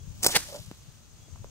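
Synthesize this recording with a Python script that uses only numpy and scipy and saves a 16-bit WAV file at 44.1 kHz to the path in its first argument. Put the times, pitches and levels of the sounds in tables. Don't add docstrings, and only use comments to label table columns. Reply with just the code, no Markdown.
import sys
import numpy as np
from scipy import signal
from scipy.fft import rfft, irfft, next_fast_len
from scipy.io import wavfile
from scipy.ndimage import minimum_filter1d, map_coordinates

SR = 44100
rng = np.random.default_rng(int(sys.argv[2]) if len(sys.argv) > 2 else 0)


def master(y):
    cut = np.clip(np.atleast_2d(y).T, -1, 1)
    pcm = np.round(cut * 32767)
    wavfile.write(sys.argv[1], SR, pcm.astype(np.int16))


N = 66150

STAND_LEAD_MS, ALOFT_LEAD_MS, GROUND_LEAD_MS = .14, .08, .15
# [f/Hz, relative density/dB]
SNAP_SPECTRUM = [(200, -25), (1500, -13), (3500, -7.5), (5200, 1), (6800, -1.5), (9000, .5), (11500, -8),
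                 (14000, -8.5), (16000, -12)]
# [f/Hz, relative density/dB]
SPRAY_SPECTRUM = [(150, -3), (800, -10), (2100, -9), (3000, -.5), (4200, .5), (6300, -1), (8500, -2),
                  (12000, -8), (16000, -12)]


def amp(db):
    return 10 ** (np.asarray(db) / 20)


def unit(x):
    return x / np.sqrt(np.mean(x ** 2) + 1e-20)


def clock():
    return np.arange(N) / SR


def along(points, hz):
    f, value = np.transpose(points)
    return np.interp(np.log(hz + 1), np.log(f + 1), value)


def wobble(rate_hz):
    knots = rng.standard_normal(int(N * rate_hz / SR) + 4)
    return map_coordinates(knots, [clock() * rate_hz])


def filtered(x, response):
    size = next_fast_len(N + SR // 2)
    hz = np.fft.rfftfreq(size, 1 / SR)
    return irfft(rfft(x, size) * response(hz), size)[..., :N]


def noise(spectrum, grain_db=0, channels=1):
    white = rng.standard_normal((channels, N))
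    grain = np.array([wobble(2500) for _ in range(channels)])
    return unit(filtered(white * amp(grain_db * grain), lambda hz: amp(along(spectrum, hz))))


def envelope(peak_s, db, rise_db_per_s, hold_s, fall_db_per_s):
    t = clock()
    rise_db = rise_db_per_s * np.maximum(peak_s - t, 0)
    fall_db = fall_db_per_s * np.maximum(t - peak_s - hold_s, 0)
    return amp(db - rise_db - fall_db)


def dying(start_s, t60_s):
    age_s = clock() - start_s
    return (age_s >= 0) * amp(-60 * np.abs(age_s) / t60_s)


def ports(x, lead_ms):
    # [f/Hz, gain/dB]
    left_colour = [(300, -1.3), (1000, -1.4), (3000, -.5), (4800, 1), (6300, 3.5), (8300, -4), (10000, -3),
                   (13000, 0)]
    right_colour = [(300, 1.3), (1000, 1.4), (3000, .5), (4800, -1), (6300, -3), (8300, 3), (10000, 2.5),
                    (13000, 0)]

    def response(hz):
        half_lead = np.exp(1j * np.pi * hz * lead_ms / 1000)
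        left = amp(along(left_colour, hz)) * half_lead
        right = amp(along(right_colour, hz)) / half_lead
        return np.array([left, right])

    return filtered(x, response)


def flow(shape, spectrum, lead_ms, grain_db, flutter_db, spread):
    common = np.sqrt(1 - spread) * noise(spectrum, grain_db)
    separate = np.sqrt(spread) * noise(spectrum, grain_db, channels=2)
    stream = unit((common + separate) * amp(flutter_db * wobble(180)))
    return ports(envelope(*shape) * stream, lead_ms)


def meadow():
    # [f/Hz, relative density/dB]
    insect_spectrum = [(3500, -30), (5000, -13), (5700, -7), (6200, 0), (6700, 0), (7200, -8), (8100, -8),
                       (9200, -22), (14000, -40)]
    # [f/Hz, relative density/dB]
    field_spectrum = [(30, 6), (200, 2), (400, 1), (1000, -4), (2000, -10), (2700, -7), (4000, -9),
                      (8000, -13), (10500, -19), (16000, -19)]
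    # [start t/s, length/s, level/dB]
    trills = [(-.05, .1, -66), (1.19, .1, -66)]
    trill_hz, field_db, insect_db = 3340, -59.3, -61
    t = clock()

    chorus_db = insect_db + 1.1 * wobble(60) + [[2.5], [-2.5]]
    chorus = amp(chorus_db) * noise(insect_spectrum, channels=2)

    trill = np.zeros(N)
    for start_s, length_s, db in trills:
        phase = np.clip((t - start_s) / length_s, 0, 1)
        trill += amp(db) * np.sqrt(np.abs(np.sin(np.pi * phase)))
    cricket = trill * np.sin(2 * np.pi * trill_hz * t + .5 * wobble(70))

    air = unit(noise(field_spectrum, channels=2) + .7 * noise(field_spectrum))
    return chorus + cricket + amp(field_db) * air


def wind():
    # [f/Hz, relative density/dB]
    wind_spectrum = [(20, -11), (60, 1), (95, 0), (160, -4), (250, -16), (500, -34), (1500, -70)]
    # [centre t/s, level/dB, Gaussian sigma/s, f/Hz, left-right difference/dB]
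    bumps = [(.03, -38, .018, 85, 16), (.092, -31, .018, 95, 22), (.165, -42, .03, 85, 6),
             (.607, -29, .009, 125, 24), (.683, -32, .011, 105, 14), (.80, -48, .02, 90, 0),
             (.888, -33, .008, 120, 20), (.95, -42, .012, 90, 10), (1.135, -39, .012, 95, 20),
             (1.195, -46, .012, 90, -6), (1.235, -45, .014, 95, 20), (1.338, -34, .013, 75, 20),
             (1.412, -37, .014, 100, 20), (1.452, -41, .015, 75, 12)]
    base_db, gust_db, gust_end_s = -51.5, 3.5, .7
    t = clock()

    fading_gust_db = gust_db / (1 + (t / gust_end_s) ** 10)
    lumps_db = 2.5 * np.array([wobble(12), wobble(12)])
    rumble_db = base_db + fading_gust_db + lumps_db + [[3], [-3]]
    out = amp(rumble_db) * noise(wind_spectrum, channels=2)

    for centre_s, db, sigma_s, hz, pan_db in bumps:
        age_s = t - centre_s
        bell = np.exp(-.5 * (age_s / sigma_s) ** 2)
        eddy = bell * np.sin(2 * np.pi * hz * age_s + .9 * wobble(110))
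        port_db = db + np.minimum([[pan_db], [-pan_db]], 0)
        out = out + amp(port_db) * eddy
    return out


def forest():
    # [f/Hz, relative density/dB]
    forest_spectrum = [(100, 6), (400, -1), (800, -2), (1300, 0), (2000, -6), (2800, -3), (4500, -2),
                       (8000, -12), (16000, -25)]
    # (peak t/s, level/dB, rise/(dB/s), hold/s, fall/(dB/s))
    echo_shape = (.62, -57, 70, .12, 20)
    wash = unit(noise(forest_spectrum, channels=2) + noise(forest_spectrum))
    return envelope(*echo_shape) * amp(1.5 * wobble(30)) * wash


def drops():
    # [t/s, level before ports and pan/dB, f/Hz, t60/s]
    tap_table = [(.517, -37, 7000, .006), (.545, -38, 9000, .006), (.56, -35, 6000, .014),
                 (.589, -39, 5000, .008), (.662, -37, 8000, .006), (.714, -32, 190, .022),
                 (1.282, -49, 380, .03), (1.359, -44, 900, .008), (1.375, -51, 1100, .008),
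                 (1.4445, -36.5, 500, .012)]
    skirt_db = -34
    taps = 0
    for start_s, db, hz, t60_s in tap_table:
        band = [(hz / 4, skirt_db), (hz, 0), (hz * 4, skirt_db), (hz * 16, 3 * skirt_db)]
        taps = taps + amp(db) * dying(start_s, t60_s) * noise(band)
    return ports(taps, GROUND_LEAD_MS) * amp([[2], [-2]])


def fallout():
    # [f/Hz, relative density/dB]
    splash_spectrum = [(150, -16), (400, -12), (500, -6), (575, 5), (650, -7), (850, -8), (1200, -18),
                       (2500, -30), (6000, -50)]
    # (peak t/s, level before ports/dB, rise/(dB/s), hold/s, fall/(dB/s))
    splash_shape = (.535, -38, 270, .027, 480)
    spray_shape = (.50, -42.5, 50, .06, 115)
    drizzle_shape = (.62, -54, 60, .05, 17)
    splash = flow(splash_shape, splash_spectrum, GROUND_LEAD_MS, grain_db=4, flutter_db=2.5, spread=.05)
    spray = flow(spray_shape, SPRAY_SPECTRUM, GROUND_LEAD_MS, grain_db=4, flutter_db=1.2, spread=.3)
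    drizzle = flow(drizzle_shape, SPRAY_SPECTRUM, GROUND_LEAD_MS, grain_db=4.5, flutter_db=1, spread=.25)
    return splash + spray + drizzle


def blast():
    # [f/Hz, relative density/dB]
    roar_spectrum = [(50, -9), (120, -6), (230, -6), (330, 1.5), (480, 2.5), (660, -5), (870, -1),
                     (1170, -9), (1500, -7), (1800, 0), (2200, -2), (3000, -8), (4500, -8), (9000, -28)]
    air_spectrum = [(300, -25), (1500, -6), (3300, -1), (4400, 3), (6000, -1), (9000, -3), (12000, -10),
                    (16000, -13)]
    echo_spectrum = [(60, 4), (300, -2), (800, -6), (1300, -3), (1900, -1), (3000, -3), (4300, 0),
                     (6500, 1), (9000, -3), (13000, -11), (16000, -15)]
    # (peak t/s, level before ports/dB, rise/(dB/s), hold/s, fall/(dB/s))
    roar_shape = (.359, -16, 800, .006, 1250)
    hiss_shape = (.358, -14, 1700, .01, 1400)
    echo_shape = (.381, -32.5, 800, .02, 170)
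    roar = flow(roar_shape, roar_spectrum, ALOFT_LEAD_MS, grain_db=3, flutter_db=2, spread=.03)
    hiss = flow(hiss_shape, air_spectrum, ALOFT_LEAD_MS, grain_db=3.5, flutter_db=1.5, spread=.35)
    echo = flow(echo_shape, echo_spectrum, ALOFT_LEAD_MS, grain_db=2, flutter_db=1.5, spread=.5)
    return roar + hiss + echo


def jet():
    # [f/Hz, relative density/dB]
    gush_spectrum = [(50, -5), (250, 0), (500, 0), (750, -1), (1000, -2), (1500, -10), (4000, -11),
                     (6000, -16), (14000, -24)]
    # (peak t/s, level before ports/dB, rise/(dB/s), hold/s, fall/(dB/s))
    gush_shape = (.246, -30, 1000, .048, 650)
    hiss_shape = (.231, -28.5, 2800, .057, 400)
    mist_shape = (.314, -27.5, 500, .018, 400)
    gush = flow(gush_shape, gush_spectrum, STAND_LEAD_MS, grain_db=3, flutter_db=3, spread=.02)
    hiss = flow(hiss_shape, SNAP_SPECTRUM, STAND_LEAD_MS, grain_db=4, flutter_db=2, spread=.04)
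    mist = flow(mist_shape, SPRAY_SPECTRUM, STAND_LEAD_MS, grain_db=3.5, flutter_db=1.5, spread=.3)
    return gush + hiss + mist


def release():
    # [t/s, burst level/dB, push level/dB, burst t60/s]
    cracks = [(.2312, -21, -32, .016), (.2355, -17, -27, .016), (.2451, -9, -18, .005),
              (.2471, -17, -20, .009), (.2644, -1, 0, .008), (.2664, -11, -12, .022),
              (.2695, -14, -26, .008), (.2728, -18, -30, .012)]
    # [f/Hz, bandwidth/Hz, relative level/dB]
    bottle = [(120, 130, -1), (350, 170, 4), (520, 130, -1), (760, 170, 0), (1350, 200, -12),
              (1790, 170, -12), (2130, 170, -16), (3000, 200, -12)]

    def body(hz):
        return sum(amp(db) * 1j * hz * width_hz / (centre_hz ** 2 - hz ** 2 + 1j * hz * width_hz)
                   for centre_hz, width_hz, db in bottle)

    ring = filtered(signal.unit_impulse(N), body)
    ring = ring / np.abs(ring).max()

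    bursts, pushes = np.zeros(N), np.zeros(N)
    for start_s, burst_db, push_db, t60_s in cracks:
        bursts += amp(burst_db) * dying(start_s, t60_s)
        pushes[round(start_s * SR)] += amp(push_db)
    snaps = bursts * noise(SNAP_SPECTRUM)
    thumps = signal.fftconvolve(pushes, ring)[:N]
    return ports(snaps + thumps, STAND_LEAD_MS)


def scene():
    return meadow() + wind() + forest() + drops() + fallout() + blast() + jet() + release()


def record(dry):
    threshold_db, max_duck_db, hold_s, recover_s = -20, 4, .68, .3
    top_hz = 15650
    power = signal.lfilter(np.ones(256) / 256, 1, np.mean(dry ** 2, axis=0))
    need_db = np.clip(10 * np.log10(np.abs(power) + 1e-12) - threshold_db, 0, max_duck_db)
    size = int(hold_s * SR) | 1
    held_db = -minimum_filter1d(-need_db, size, origin=size // 2, mode="constant")
    ramp_db = clock() * max_duck_db / recover_s
    duck_db = np.maximum.accumulate(held_db + ramp_db) - ramp_db
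    clipped = np.clip(dry * amp(-duck_db), -1, 1)
    return filtered(clipped, lambda hz: hz < top_hz)


dry = scene()
out = record(dry)
master(out)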